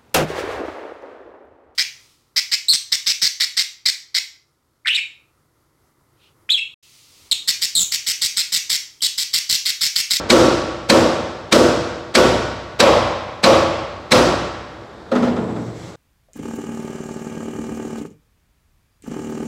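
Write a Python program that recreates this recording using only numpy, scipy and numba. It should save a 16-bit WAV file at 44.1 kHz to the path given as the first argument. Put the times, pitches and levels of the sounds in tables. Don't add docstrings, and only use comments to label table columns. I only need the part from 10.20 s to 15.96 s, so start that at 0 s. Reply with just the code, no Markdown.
import sys
import numpy as np
from scipy import signal
from scipy.fft import rfft, irfft
from scipy.io import wavfile
from scipy.ndimage import uniform_filter1d
from numba import njit

SR = 44100
rng = np.random.default_rng(int(sys.argv[2]) if len(sys.argv) > 2 else 0)


def voltage_ratio(decibels):
    exponent = np.asarray(decibels, float) / 20
    return 10 ** exponent


def generate_wav(signal):
    frames = np.transpose(np.atleast_2d(signal))
    scaled = np.clip(frames, -1, 1) * 32767
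    pcm = np.round(scaled).astype(np.int16)
    wavfile.write(sys.argv[1], SR, pcm)


N = 253927
T = np.arange(N) / SR
BINS_HZ = np.arange(1, N // 2 + 2) * SR / N


def over_hz(table, hz, column=1):
    table = np.array(table, float)
    return np.interp(np.log(hz), np.log(table[:, 0]), table[:, column])


def noise(spectrum):
    white = rfft(rng.standard_normal(N))
    x = irfft(white * voltage_ratio(over_hz(spectrum, BINS_HZ)), N)
    return x / x.std()


def yard_hum():
    # frequency in Hz, level in dB per Hz.
    hum_colour = [(15, -62), (25, -24), (113, -5), (148, -10), (261, -9), (291, -11), (333, -3), (371, -7),
                  (903, -13.5), (1010, -15.5), (1320, -15.5), (2800, -32.5), (3670, -26.5), (5970, -37.5),
                  (15800, -59.5)]
    return voltage_ratio(-38.5) * noise(hum_colour)


@njit
def ring(starts, gains, slow, fast, n):
    out = np.zeros(n)
    for m in range(len(slow)):
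        a, b, k = 0j, 0j, 0
        for i in range(starts[0], n):
            if k < len(starts) and i == starts[k]:
                a = a + gains[k, m]
                b = b + gains[k, m]
                k += 1
            a = a * slow[m]
            b = b * fast[m] + 1e-20
            if i >= 0:
                out[i] += (a - b).imag
    return out


def start_samples(hits):
    return np.round(hits[:, 0] * SR).astype(np.int64)


def colour_db(hits, law, hz):
    _, _, db, spot, give = hits.T[..., None]
    return db + spot * over_hz(law, hz) + give * over_hz(law, hz, column=2)


def modes(starts, hz, db, t60, fill_s, scatter):
    chance = rng.standard_normal(db.shape + (2,))
    gains = voltage_ratio(db + scatter * chance[..., 0]) * np.exp(2j * chance[..., 1])
    slow = np.exp(2j * np.pi * hz / SR - np.log(1000) / (t60 * SR))
    fast = slow * np.exp(-1 / (fill_s * SR))
    return ring(starts, gains, slow, fast, N)


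def plating(hits, law, spectrum, times, panels, db, blur_db):
    starts = start_samples(hits)
    count, top_hz = 330, 2000
    hz = 40 + (top_hz - 40) * (np.arange(count) + rng.random(count)) / count
    t60 = over_hz(times, hz) * voltage_ratio(1.15 * rng.standard_normal(count))
    field_db = db + over_hz(spectrum, hz) + colour_db(hits, law, hz)
    out = modes(starts, hz, field_db, t60, over_hz(times, hz, column=2), scatter=3.51)

    hz, panel_db, t60, swell_s, spot_db = np.transpose(panels)
    panel_db = panel_db + colour_db(hits, law, hz) + np.outer(hits[:, 3], spot_db)
    out = out + modes(starts, hz, panel_db, t60, swell_s, scatter=0.74)

    white = rfft(rng.standard_normal(N)) * voltage_ratio(db + blur_db + over_hz(spectrum, BINS_HZ))
    clusters = uniform_filter1d(rng.standard_normal(len(BINS_HZ)), size=250)
    white = white * voltage_ratio(1.3 * clusters / clusters.std())
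    edges = top_hz * 2 ** (np.arange(19) / 6)
    for lo, hi in zip(edges[:-1], edges[1:]):
        mid = np.sqrt([lo * hi])
        slow = np.exp(-np.log(1000) / (over_hz(times, mid) * SR)) + 0j
        fast = slow * np.exp(-1 / (over_hz(times, mid, column=2) * SR))
        envelope = ring(starts, 1j * voltage_ratio(colour_db(hits, law, mid)), slow, fast, N)
        out = out + envelope * irfft(white * ((BINS_HZ >= lo) & (BINS_HZ < hi)), N)
    return out


def cracks(hits, edges, peaks, rise_s, fall_s, lead_s, lead_db, broad_db, top_hz):
    burst, ahead = np.zeros((3, N)), np.zeros(N)
    for s, db, _, spot, _ in hits:
        low_db, high_db = (base_db + spot * step_db for base_db, step_db in edges)
        age = np.maximum(T - s, 0)
        shape = (1 - np.exp(-age / rise_s)) * np.exp(-(age / fall_s) ** 2)
        burst += voltage_ratio(db + np.array([[low_db + 6], [0], [high_db + 6]])) * shape
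        ahead += voltage_ratio(db + lead_db) * np.exp(-np.abs(T - s) / lead_s) * (T > s - 2.5 * lead_s)

    grit = rng.standard_normal(N) * voltage_ratio(2.2 * rng.standard_normal(N))
    rung = voltage_ratio(broad_db) * grit
    for hz, width, db in peaks:
        rung = rung + voltage_ratio(db) * signal.lfilter(*signal.iirpeak(hz, hz / (1.9 * width), SR), grit)
    rung = signal.lfilter(*signal.butter(2, top_hz, fs=SR), rung)
    low = signal.filtfilt(*signal.butter(2, 3200, fs=SR), rung)
    high = signal.filtfilt(*signal.butter(2, 5500, "high", fs=SR), rung)
    bands = [low, rung - low - high, high]
    steel = noise([(150, -13), (450, 2.5), (1500, -7.0), (4200, -8.0), (7000, -16.0), (15000, -32.0)])
    return np.sum(burst * bands, axis=0) / rung.std() + ahead * steel


def hammer_head(hits, db):
    # frequency in Hz, level in dB, time to fall 60 dB in seconds.
    head_modes = [(1748, -4.5, 0.051), (2283, -5, 0.052), (3280, -15, .04), (3821, -13, .05),
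                  (4034, -4, 0.074), (4380, -3.5, 0.039), (4786, -8.5, 0.036), (5800, -12, 0.038),
                  (8100, -11.5, 0.032)]
    hz, mode_db, t60 = np.transpose(head_modes)
    fill_s = np.full(len(hz), 0.0021)
    return modes(start_samples(hits), hz, db + mode_db + hits[:, 1:2], t60, fill_s, scatter=2.9)


def hammer_blows():
    # start in seconds, crack in dB, ring in dB, spot from -1 near the frame to 1 mid-panel,
    # give from -1 stiff to 1 booming.
    struck = [
        (0.1014, -9.5, -4, -0.54, 0.91),
        (0.6989, -7.5, -6.5, 0.67, 0.72),
        (1.324, -10, -5.5, -0.73, .7),
        (1.951, -11.5, -5.5, -1.2, -.3),
        (2.6021, -6, -5, 0.85, -0.97),
        (3.2388, -9.5, -5.5, 0.95, -0.46),
        (3.918, -9.5, -5.5, -0.7, -0.12),
    ]
    earlier_blow = (-0.399, -8, -3.5, -1.7, 0.3)
    # frequency in Hz, level in dB per Hz.
    deck = [(24, -47), (40, -28), (123, -14), (236, -13), (274, -14.5), (343, -4.5), (399, -12),
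            (525, -4.5), (626, -10.5), (784, -15.5), (1290, -16.5), (1700, -25), (5110, -28.5),
            (7630, -37.5), (15800, -48.5)]
    # frequency in Hz, time to fall 60 dB in seconds, time to fill the plating in seconds.
    deck_times = [(50, 1.2, 0.076), (130, 1.25, 0.05), (351, 0.869, 0.028), (590, 1.014, 0.025),
                  (1068, 1.19, 0.02), (2060, 1.305, 0.0087), (6350, 0.98, 0.0071), (13780, 0.47, 0.0133)]
    # frequency in Hz, level in dB, time to fall 60 dB in
    # seconds, swell in seconds, dB gained mid-panel.
    deck_panels = [(62.8, -20.5, 1.56, 0.047, -2), (93, -20, 1.55, 0.064, 1.5),
                   (119.4, -19.5, 0.78, 0.039, -4.5), (164, -12.5, 0.089, 0.0011, 1),
                   (209, -9, 0.26, 0.0023, 2), (235.4, -18, 0.9, 0.027, 1), (245.2, -7, 0.61, 0.022, 0),
                   (283.7, -17.5, 0.88, 0.052, -6.5), (313.7, -16.5, 1.17, 0.021, 1.5),
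                   (331.6, -9.5, 0.83, 0.049, 4.5), (352.5, -18, 0.28, 0.062, -8),
                   (374, -12, 0.63, 0.065, -10), (425.3, -10.5, 0.76, 0.039, 0),
                   (473.6, -8, 0.5, 0.038, 5.5), (507, -11, 0.63, 0.016, -7.5), (531.7, -8, 0.69, 0.024, 9),
                 (543, -7, 0.3, 0.036, -5.5), (577, -13, 1.05, 0.01, -3.5), (592, -16.5, 1.22, 0.026, 3.5),
                 (684.6, -12, 0.85, 0.04, -1), (706, -30, 0.85, 0.037, 16), (758, -22, 1.62, 0.07, 1.5),
                 (938, -17.5, 1.1, 0.06, -6), (1090, -24.5, 1.18, 0.016, 8),
                 (1150, -18.5, 0.83, 0.033, 0.5), (1135, -18, 1.25, 0.029, -3),
                 (1338, -28, 0.9, 0.022, -10.5)]
    # frequency in Hz, dB per unit of spot, dB per unit of give.
    ring_law = [(90, -0.8, -1.5), (277.7, -0.7, 4), (574, 0.42, -0.25), (1100, 2, -1.5), (1440, -0.4, 1.1),
                (2170, 0.5, -2.1), (8250, -0.9, 2.35)]
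    # dB against its middle, dB per unit of spot.
    crack_edges = [(-1.5, -2.3), (-5.5, -4.5)]
    # frequency in Hz, width in Hz, level in dB.
    crack_peaks = [(1470, 330, 16), (2300, 220, 15), (3260, 400, 8), (3957, 250, 19), (4594, 190, 13.5),
                   (5820, 180, -25), (7820, 97, 11.5), (7900, 220, -46.5)]
    struck = np.array(struck)
    ringing = np.vstack([earlier_blow, struck])
    panels = np.array(deck_panels)
    out = plating(ringing, ring_law, deck, deck_times, panels, db=-11, blur_db=33.5)
    out = out + cracks(struck, crack_edges, crack_peaks, rise_s=0.0014, fall_s=0.011,
                       lead_s=0.0046, lead_db=-3.0, broad_db=-25, top_hz=9900)
    return out + hammer_head(struck, db=1.0)


def dropped_hammer():
    # start in seconds, tick in dB, ring in dB, spot from -1 near the frame to 1 mid-panel,
    # give from -1 stiff to 1 booming.
    contacts = [
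        (4.8842, -47, -40, .5, -.6),
        (4.9164, -23.5, -6.5, .5, -.4),
        (4.9538, -20.5, -7.5, 0.73, .5),
        (5.025, -24.5, -8, 0.9, .1),
        (5.0744, -28.5, -17, -0.17, -0.73),
        (5.1644, -32, -12, -1.2, 0.097),
        (5.2798, -48, -18, -0.75, 0.72),
        (5.3596, -37, -20, -1, 0.66),
    ]
    # frequency in Hz, level in dB per Hz.
    drop_deck = [(24, -67), (40, -34), (69, -23.5), (158, -13), (236, -3.5), (274, -8), (389, -9),
                 (430, -10), (626, -13.5), (3340, -35.5), (15800, -57.5)]
    # frequency in Hz, time to fall 60 dB in seconds, time to fill the plating in seconds.
    drop_times = [(60, 4.2, 0.042), (242, 0.72, 0.0064), (600, 1.11, 0.0019), (1500, 0.68, 0.0038),
                  (5000, 0.54, 0.0032), (9000, 0.26, 0.016), (14000, .2, .015)]
    # frequency in Hz, level in dB, time to fall 60 dB in seconds,
    # swell in seconds, dB gained mid-panel.
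    drop_panels = [(218, -11, 0.3, 0.0142, 1), (229.3, -16.5, 0.33, 0.0087, 13),
                   (242.7, -12, 0.52, .008, 10.5), (317, -27, 0.53, .01, -3), (430, -14, 0.56, 0.009, 0.5),
                   (536, -11, 0.18, 0.0017, 4.5), (1410, -21.5, 0.18, 0.00206, 0)]
    # frequency in Hz, dB per unit of spot, dB per unit of give.
    ring_law = [(90, 0, -2), (287, -1.6, 9.5), (550, -1, -7.5), (1100, -1, 5), (1700, 1.3, 0.5),
                (8000, 7.5, -3.1)]
    # dB against its middle, dB per unit of spot.
    tick_edges = [(-7, -1.2), (-2.5, -1.2)]
    # frequency in Hz, width in Hz, level in dB.
    tick_peaks = [(1318, 58, 9), (2010, 91, -15), (2340, 130, -12), (3470, 290, -10), (4690, 130, -23.5),
                  (6070, 110, -11.5)]
    contacts = np.array(contacts)
    out = plating(contacts, ring_law, drop_deck, drop_times, drop_panels, db=-20.0, blur_db=28.5)
    out = out + cracks(contacts, tick_edges, tick_peaks, rise_s=0.0014, fall_s=0.017,
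                       lead_s=0.0015, lead_db=-9, broad_db=-30, top_hz=3600)
    return out + hammer_head(contacts[1:2], db=-8)


def gesture(s, attack_s, hold_s, release_s):
    age = np.maximum(T - s, 0)
    return (1 - np.exp(-age / attack_s)) * np.exp(-np.maximum(age - hold_s, 0) / release_s)


def wander(size):
    drift = uniform_filter1d(uniform_filter1d(rng.standard_normal(N), size=size), size=size)
    return drift / drift.std()


def rustle():
    # start in seconds, cloth in dB, hold in seconds, thin cable squeak in dB.
    moves = [
        (4.95, -46.5, 0.095, -66),
        (5.135, -59, 0.18, -62.5),
        (5.36, -54.5, .15, -69),
        (5.54, -49.5, 0.15, -64),
    ]
    # frequency in Hz, level in dB per Hz.
    cloth_colour = [(1180, -28), (2000, -1), (2120, 0), (2370, -6), (4160, -6), (4570, -8.5), (5500, -6),
                    (7580, -10), (9120, -18.5), (15000, -28)]
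    cloth = noise(cloth_colour)
    squeak_hz, squeak_width_hz = 7800, 500
    squeak_filter = signal.iirpeak(squeak_hz, squeak_hz / squeak_width_hz, SR)
    squeak = signal.lfilter(*squeak_filter, rng.standard_normal(N))
    squeak = squeak / squeak.std()
    out = np.zeros(N)
    for s, db, hold_s, thin_db in moves:
        envelope = gesture(s, 0.035, hold_s, 0.16)
        out += envelope * (voltage_ratio(db) * cloth + voltage_ratio(thin_db) * squeak)
    return out * voltage_ratio(0.96 * wander(2500))


def settle():
    # frequency in Hz, level in dB.
    plate_hum = (116, -31)
    hz, db = plate_hum
    envelope = gesture(5.21, attack_s=0.05, hold_s=0.3, release_s=0.13)
    return envelope * voltage_ratio(db + 1.6 * wander(1500)) * np.sin(2 * np.pi * hz * T)


def scene():
    return (yard_hum() + hammer_blows() + dropped_hammer() + rustle() + settle())[None]


@njit
def limiter_gain(x, top, ratio, attack, release):
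    gain, e = np.ones(len(x)), 0.
    for i in range(len(x)):
        e += (abs(x[i]) - e) * (attack if abs(x[i]) > e else release)
        if e > top:
            gain[i] = (top / e) ** (1 - 1 / ratio)
    return gain


def top_cut(x):
    return signal.sosfilt(signal.butter(12, 15900, fs=SR, output="sos"), x)


def record(dry):
    # frequency in Hz, level in dB.
    microphone = [(20, 0), (6500, 0), (7900, 2.5), (8250, -1.5), (8600, -1.5), (12000, -2), (20000, -5)]
    dry = irfft(rfft(dry) * voltage_ratio(over_hz(microphone, BINS_HZ)), N)
    dry = signal.lfilter(*signal.butter(2, 38, "high", fs=SR), dry)
    ahead = np.append(dry[0, 40:], np.zeros(40))
    gain = limiter_gain(ahead, 0.69, 13.3, 0.025, 1 / (0.07 * SR))
    ceiling = 0.84
    limited = np.clip(dry * gain, -ceiling, ceiling)
    treble_cut = signal.ellip(10, 0.1, 80, 15750, fs=SR, output="sos")
    return top_cut(signal.sosfilt(treble_cut, limited))


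dry = scene()
out = record(dry)
generate_wav(out)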